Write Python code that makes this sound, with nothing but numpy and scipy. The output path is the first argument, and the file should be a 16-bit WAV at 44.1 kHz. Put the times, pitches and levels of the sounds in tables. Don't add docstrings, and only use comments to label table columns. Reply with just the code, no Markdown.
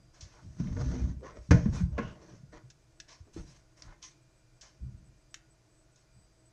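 import sys
import numpy as np
from scipy import signal
from scipy.fft import rfft, irfft, next_fast_len
from scipy.io import wavfile
from scipy.ndimage import uniform_filter1d

SR = 44100
rng = np.random.default_rng(int(sys.argv[2]) if len(sys.argv) > 2 else 0)


def int16_out(signal):
    q = np.round(np.clip(np.atleast_2d(signal).T, -1, 1) * 32767)
    wavfile.write(sys.argv[1], SR, q.astype(np.int16))


N = 287532
T = np.arange(N) / SR


# (a fade, or t60, is the time a sound takes to drop by 60 dB)
ARM_BUMPS = [(0.224, -38.5, 76, 0.056, -6), (0.471, -40.5, 97, 0.11, 0.5),
             (0.599, -22.5, 166.6, 0.076, -14.5), (.603, -30.5, 227, 0.12, -20),
             (.654, -29.5, 186, .13, -21), (0.704, -31, 70.5, 0.12, -20), (0.808, -26.5, 132.7, 0.2, -12),
             (.857, -27.5, 62.9, 0.46, -19), (1.002, -28, 64.8, 0.5, -20), (1.036, -27, 78.3, 0.13, -11),
             (1.161, -36, 73.6, 0.071, -14), (1.381, -40, 58, 0.054, -6), (1.489, -32, 131, .035, -21),
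             (1.5058, -8, 87.3, 0.13, -10), (1.509, -16.5, 168.7, 0.22, 0.5),
             (1.517, -15.5, 290, 0.079, -15), (1.658, -20, 213.5, 0.15, 1.5),
             (1.806, -22.5, 173.7, 0.24, 3), (1.912, -29, 69.5, 0.36, -23), (1.991, -29.5, 222, 0.16, -19),
             (2.431, -42.5, 150, 0.077, -11.5), (2.634, -47.5, 125, 0.19, -11), (3.201, -42, 84, 0.12, -15),
             (3.363, -33, 325, 0.062, -22), (3.379, -38, 34.5, 0.15, -27), (3.868, -43, 36.6, 0.18, -25),
             (4.81, -34.5, 70, 0.28, -25.5), (4.844, -40.5, 123.4, 0.21, -8), (4.941, -39, 92, 0.048, -24)]

def arm_bumps(rise_cycles=0.45, ring_db=-7, settle_delay_s=0.023, settle_hz=80, settle_t60=0.089):
    out, desk = np.zeros(N), desk_tones().sum(0)
    t = T[:len(desk)]

    def bump(hz, t60):
        soft_start = 1 - np.exp(-(t * hz / rise_cycles) ** 2)
        push = soft_start * np.sin(2 * np.pi * hz * t) * dying(t, t60, 1 / SR)
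        ring = signal.fftconvolve(push, desk)[:len(t)]
        sound = unit(push) + amp(ring_db) * unit(ring)
        sound = keep_side(sound, "high", 0.4 * hz, order=2)
        return sound / abs(sound).max()

    for s, db, hz, t60, settle_db in ARM_BUMPS:
        add(out, s, amp(db) * bump(hz, t60))
        add(out, s + settle_delay_s, amp(db + settle_db) * bump(settle_hz, settle_t60))
    return out


# f/Hz, level/dB, fade/s
DESK_TONES = [(36.5, -1, 0.17), (64, 4, 0.2), (83, -5.5, .1), (137, 3.5, 0.3), (132, -12, 0.067),
              (169, -7, 0.1), (200, 1.5, 0.018), (210, -1, 0.1), (237, -8, 0.086), (250, -12, 0.15),
              (341, -15.5, 0.13), (469, -0.5, 0.19), (555, -18, 0.049), (609, -21, 0.35), (1087, -32, 0.18),
              (1020, -27, 0.26), (1320, -31, 0.067), (1461, -20.5, 0.26), (1550, -22.5, 0.12),
              (1727, -34.5, 0.19), (1928, -28.5, 0.2), (2087, -39.5, 0.082), (2190, -36.5, 0.17),
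              (2450, -32, 0.18)]

def desk_tones(size=22050):
    t = T[:size]
    return np.array([amp(db) * dying(t, t60, 1 / SR) * np.sin(2 * np.pi * hz * t)
                     for hz, db, t60 in DESK_TONES])


def hard_ring(corner_hz=520):
    hz = np.transpose(DESK_TONES)[0]
    strength = hz ** 2 / (hz ** 2 + corner_hz ** 2) * (hz / (hz + corner_hz))
    ring = strength @ desk_tones()
    return ring / abs(ring).max()


# t/s, ring/dB, chatter/dB, chatter fade/s, bright edge/dB
HARD_KNOCKS = [(0.598, -61.5, -50, .07, -52), (.767, -54.5, -44, 0.047, -63.5),
               (1.5088, -17, -21, 0.05, -34), (1.5135, -50, -23, 0.074, -30.5), (1.657, -42, -45, .08, -64),
               (1.98, -27.5, -30, 0.12, -51.5), (1.986, -34, -37, .09, -49.5),
               (3.363, -58.5, -53, 0.054, -77)]
# f/Hz, level/dB
CHATTER_COLOUR = [(120, -9), (300, 5), (560, 5), (780, -5.5), (1030, 0), (1200, -9), (1500, 1),
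                  (1950, -5.5), (2500, -11.5), (3300, -22), (8000, -45.5), (12000, -78.5)]

def knocks(rise_s=0.00068, edge_t60=0.039, rattle_db=-19, edge_rattle_db=-15):
    out, ring = np.zeros(N), hard_ring()
    t = T[:len(ring)]
    rattle = dying(t, t60=0.34, rise_s=0.016)
    for s, ring_db, chatter_db, t60, edge_db in HARD_KNOCKS:
        chatter = noise(CHATTER_COLOUR, len(t)) * (dying(t, t60, rise_s) + amp(rattle_db) * rattle)
        edge = noise(HISS_COLOUR, len(t)) * (dying(t, edge_t60, rise_s) + amp(edge_rattle_db) * rattle)
        add(out, s, amp(ring_db) * ring + amp(chatter_db) * chatter + amp(edge_db) * edge)
    return out


# f/Hz, level/dB
RUMBLE_COLOUR = [(15, -38), (28, 5), (60, 3), (125, 3.5), (170, -1.5), (245, -13), (330, -18), (450, -37.5),
                 (900, -86.5)]
SCRAPE_COLOUR = [(150, -25.5), (320, 5.5), (400, -6.5), (470, 0.5), (620, 4), (780, -5.5), (1020, -3),
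                 (1250, -9), (1800, -6.5), (2600, -21.5), (4000, -24), (8000, -45), (12000, -79)]
HISS_COLOUR = [(600, -27), (1500, -6), (2400, -5), (3000, -5), (3400, -6), (3900, -3.5), (4800, -2.5),
               (5700, 3.5), (6400, 3), (7200, -10), (8200, -17.5), (10000, -26), (15000, -51)]

def friction(slips_per_s=6000, grain_db=1.5, flutter_db=1.6, ring_db=-2, split_hz=800):
    slips = rng.standard_normal(N) * amp(grain_db * np.minimum(rng.exponential(1, N), 6))
    slips *= rng.random(N) < slips_per_s / SR
    slips *= amp(flutter_db * drift(90))
    ringing = unit(signal.oaconvolve(slips, hard_ring())[:N])
    scrape = patchy(colour(slips, SCRAPE_COLOUR) + amp(ring_db) * ringing)
    dull = signal.sosfiltfilt(signal.butter(3, split_hz, fs=SR, output="sos"), scrape)
    return noise(RUMBLE_COLOUR), dull, scrape - dull, patchy(colour(slips, HISS_COLOUR))


# t/s, weight/dB, rubbing/dB
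SEAT_SLIDE = [(0.57, -50.5, -74.5), (0.596, -41.5, -59), (0.746, -34.5, -63), (0.816, -35, -54.5),
              (0.988, -36, -55), (1.04, -35, -59), (1.102, -32.5, -62), (1.13, -44.5, -67.5),
              (1.18, -46, -97.5), (1.21, -50, -82)]

def seat_slide(rumble, dull, bright, hiss):
    s, weight_db, rubbing_db = np.transpose(SEAT_SLIDE)
    weight = amp(np.interp(T, s, weight_db, left=-120, right=-120))
    rubbing = amp(np.interp(T, s, rubbing_db, left=-120, right=-120))
    drag = amp(10) * band(hz=250, width=0.14)
    swish = amp(-8) * band(hz=6030, width=0.12)
    clothes = drag + amp(2) * (dull + bright) + amp(-5) * hiss + swish
    return weight * amp(-2) * rumble + rubbing * clothes


# t/s, hold/s, level/dB
WEIGHT_SHIFTS = [(.01, 0.18, -59.5), (0.235, 0.13, -57.5), (0.463, 0.13, -48.5), (1.555, 0.041, -18.5),
                 (1.67, .32, -31), (2.058, .06, -44), (2.353, 0.4, -55), (3.383, .16, -45.5),
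                 (3.874, 0.051, -55.5), (4.831, 0.31, -46.5), (6.183, 0.09, -60.5)]
# t/s, hold/s, level/dB, tilt from dull to bright/dB
ARM_RUBS = [(0.342, 0.063, -62.5, 5), (0.78, .035, -51, -11), (0.926, 0.014, -51.5, -9),
            (1.242, 0.068, -49.5, 1.5), (1.362, 0.019, -53, -1.5), (1.735, 0.07, -47.5, 3),
            (1.927, .045, -60.5, -6), (2.017, 0.1, -51.5, -0.5), (2.161, .19, -59.5, -2),
            (2.538, 0.029, -49.5, -0.5), (3.281, .012, -67.5, -10.5), (3.382, 0.016, -54, -.5),
            (3.83, 0.048, -62.5, 5.5), (3.89, 0.039, -58.5, 6.5)]

def arm_rubs(rumble, dull, bright, hiss):
    out = np.zeros(N)
    for s, hold, db in WEIGHT_SHIFTS:
        out += amp(db) * stroke(s, hold, swell_s=0.031, sag_db=17, t60=0.44) * rumble
    rumble_and_hiss = amp(-6) * rumble + amp(-16) * hiss
    for s, hold, db, tilt_db in ARM_RUBS:
        rub = amp(-tilt_db) * dull + amp(tilt_db) * bright + rumble_and_hiss
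        out += amp(db) * stroke(s, hold, swell_s=0.012, sag_db=0.72, t60=0.13) * rub
    return out


# loudest t/s, half length/s, f/Hz, width/share of f, level/dB
FUZZY_TONES = [(1.24, 0.023, 424, 0.57, -45.5), (1.279, 0.027, 1040, 0.18, -51.5),
               (1.564, 0.02, 622, 0.1, -39.5), (1.991, 0.013, 1070, 0.15, -42.5),
               (2.06, 0.072, 2840, .3, -60.5), (6.168, .087, 4770, .043, -81.5)]

def fuzzy_tones(size=32768):
    out = np.zeros(N)
    t = T[:size] - T[size // 2]
    for s, half_length, hz, width, db in FUZZY_TONES:
        swell = np.exp(-(t / half_length) ** 2)
        add(out, s + t[0], amp(db) * band(hz, width, size) * swell)
    return out


# t/s, level/dB, fade/s, snap f/Hz, body/dB above the snap
SMALL_CLICKS = [(.208, -49, 0.21, 5900, -31), (.671, -59.5, .05, 2320, 3),
                (2.7012, -51.5, 0.056, 6060, -9.5), (3.0006, -39, 0.024, 5850, -6),
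                (3.006, -63, .015, 4485, -20), (3.8217, -39.5, 0.014, 5400, -16),
                (4.027, -47, 0.063, 5550, -22), (4.611, -51, 0.15, 6190, -13.5),
                (5.3426, -37.5, .02, 6520, -2), (5.9592, -63, .06, 6410, -20)]
# f/Hz, level/dB
BODY_COLOUR = [(600, -68), (1150, -28), (1450, -0.5), (1800, 5.5), (2150, -10), (2700, 5), (3300, -11),
               (3800, 0), (5000, -31), (9000, -22)]

def clicks(tail_db=-19, size=8192):
    out, t = np.zeros(N), T[:size]
    tail = amp(tail_db) * dying(t, t60=0.15, rise_s=0.0035)
    for s, db, t60, hz, body_db in SMALL_CLICKS:
        snap = noise([(hz / 6, -32), (hz / 2, -11), (hz * 0.8, -5), (hz, 0),
                      (hz * 1.2, -8), (hz * 1.5, -28), (hz * 2.5, -62)], size)
        body = amp(body_db) * noise(BODY_COLOUR, size)
        loudness = dying(t, t60, rise_s=0.00014) + tail
        add(out, s, amp(db) * loudness * (snap + body))
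    return out


# t/s, hold/s, level/dB, scrape/dB and top treble/dB (both above the hiss)
SLEEVE_BRUSHES = [(.15, 0.14, -64.5, -2, -22), (0.332, 0.65, -71.5, -4, -14), (1.42, 0.1, -70, -9, -9),
                  (1.56, 0.21, -63.5, -16, -25), (1.744, 0.044, -54, -5.5, -9.5),
                  (2.22, 0.16, -68.5, -9.5, -22), (3.098, 0.037, -54.5, -6, -38),
                  (3.345, 0.074, -60.5, -12, -8.5), (3.477, 0.09, -64, -5, -10.5),
                  (3.78, 0.1, -66.5, -2.5, -10), (4.038, 0.025, -51, -18.5, -17.5),
                  (4.635, 0.049, -60.5, -5, -30), (5.979, 0.0475, -74, -13.5, -14)]

def sleeves(flutter_db=1.0):
    hiss = patchy(noise(HISS_COLOUR))
    hollow = amp(-14) * band(hz=1030, width=0.1)
    scrape = patchy(noise(SCRAPE_COLOUR))
    scrape = unit(keep_side(scrape, "high", hz=1500, order=1))
    treble = band(hz=7500, width=1)
    out = np.zeros(N)
    for s, hold, db, scrape_db, treble_db in SLEEVE_BRUSHES:
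        cloth = hiss + hollow + amp(scrape_db) * scrape + amp(treble_db) * treble
        out += amp(db) * stroke(s, hold, swell_s=0.013, sag_db=3, t60=0.26) * cloth
    return out * amp(flutter_db * drift(70))


# f/Hz, level/dB
HUM_TONES = [(120, -82), (318, -78.5), (640, -81.5), (678, -90.5), (1450, -87), (2400, -88.5), (4818, -86)]
# f/Hz, level/dB
AIR_COLOUR = [(20, 5), (60, 4), (90, -9.5), (122, 7), (160, -5.5), (260, -17), (318, -4.5), (380, -12.5),
              (630, -15), (800, -18), (2000, -22.5), (3300, -27.5), (6300, -22), (8000, -29),
              (10000, -35.5), (15000, -48.5)]

def ventilation(air_db=-64, waver_db=3.0):
    hum = np.zeros(N)
    for hz, db in HUM_TONES:
        waver = amp(waver_db * drift(7))
        blur = np.pi / 2 * drift(22 + hz / 30)
        hum += amp(db) * unit(waver * np.sin(2 * np.pi * hz * T + blur))
    return hum + amp(air_db) * noise(AIR_COLOUR)


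# t/s, level/dB
WHINE_LEVELS = [(0, -90), (1.5, -85), (2.5, -86), (4.9, -87.5), (5.3, -81), (6.52, -79)]

def whine(hz=8000, pulses_per_s=6, uneven_db=3.0):
    beat = np.sin(2 * np.pi * pulses_per_s * T + 2.0 * drift(9.3))
    pulses = np.clip(beat + 0.21, 0, 1) * amp(uneven_db * drift(35))
    tone = np.sin(2 * np.pi * hz * T + 0.9 * drift(200))
    level_db = np.interp(T, *np.transpose(WHINE_LEVELS))
    return amp(level_db) * unit(pulses * tone)


# delay/ms, gain
CLOSE_ECHOES = [(.9, 0.076), (2.1, -0.15), (3.4, 0.031), (5.3, 0.081)]

def close_echoes(x):
    out = x.copy()
    for ms, gain in CLOSE_ECHOES:
        add(out, ms / 1000, gain * x)
    return out * np.std(x) / np.std(out)


# f/Hz, fade/s
ROOM_FADES = [(100, 0.2), (500, 0.51), (2000, 0.34), (6000, 0.1), (12000, 0.3)]

def room(x, echoes_per_s=2500, first_echo_s=0.012, size=26000):
    echoes = rng.standard_normal(size) * (rng.random(size) < echoes_per_s / SR)
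    echoes *= T[:size] > first_echo_s
    hz, t, bands = signal.stft(echoes, SR, nperseg=256)
    fade = amp(-60 * t / read(ROOM_FADES, hz)[:, None])
    tail = signal.istft(bands * fade, SR, nperseg=256)[1]
    return signal.fftconvolve(x, tail / np.linalg.norm(tail))[:N]


def amp(db):
    return 10 ** (np.asarray(db) / 20)


def unit(x):
    return x / np.sqrt(np.mean(x ** 2) + 1e-20)


def read(points, hz):
    f, value = np.transpose(points)
    return np.interp(np.log(hz + 1), np.log(f + 1), value)


def add(mix, s, sound):
    part = mix[max(round(s * SR), 0):][:len(sound)]
    part += sound[:len(part)]


def keep_side(x, side, hz, order):
    return signal.sosfilt(signal.butter(order, hz, side, fs=SR, output="sos"), x)


def colour(x, points):
    size = next_fast_len(len(x))
    gain = amp(read(points, np.fft.rfftfreq(size, 1 / SR)))
    return unit(irfft(rfft(x, size) * gain, size)[:len(x)])


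def noise(points, size=N):
    return colour(rng.standard_normal(size), points)


def band(hz, width, size=N):
    spread = 1 + width
    return noise([(hz / 3, -60), (hz / spread, -20), (hz, 0), (hz * spread, -20), (hz * 3, -65)], size)


def patchy(x, patch_db=2.5):
    bands = signal.stft(x, nperseg=512, noverlap=384)[2]
    patches = uniform_filter1d(rng.standard_normal(bands.shape), size=4, axis=0)
    patches = unit(uniform_filter1d(patches, size=14, axis=1))
    return unit(signal.istft(bands * amp(patch_db * patches), nperseg=512, noverlap=384)[1][:N])


def drift(per_s):
    values = rng.standard_normal(4096)
    return unit(np.interp(T * per_s, np.arange(len(values)), values))


def dying(t, t60, rise_s):
    return (1 - np.exp(-t / rise_s)) * amp(-60 * t / t60)


def stroke(start, hold, swell_s, sag_db, t60):
    t = T - start
    swell = np.exp(-np.minimum((np.minimum(t, 0) / swell_s) ** 2, 50))
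    drop_db = sag_db * np.clip(t / hold, 0, 1) + 60 * np.clip((t - hold) / t60, 0, 3)
    return swell * amp(-drop_db)


def scene():
    contact = friction()
    bumps = arm_bumps()
    airborne = knocks() + clicks() + seat_slide(*contact) + arm_rubs(*contact) + sleeves()
    airborne = close_echoes(airborne) + fuzzy_tones()
    airborne = keep_side(airborne, "low", hz=9500, order=3)
    echoes = room(amp(-13.5) * airborne + amp(-16.0) * bumps)
    return (bumps + airborne + echoes + ventilation() + whine())[None]


def record(dry):
    thin = keep_side(dry, "high", hz=20, order=2)
    treble_cut = signal.firwin(255, cutoff=15000, window=("kaiser", 9), fs=SR)
    return signal.oaconvolve(thin, treble_cut[None], "same")


dry = scene()
out = record(dry)
int16_out(out)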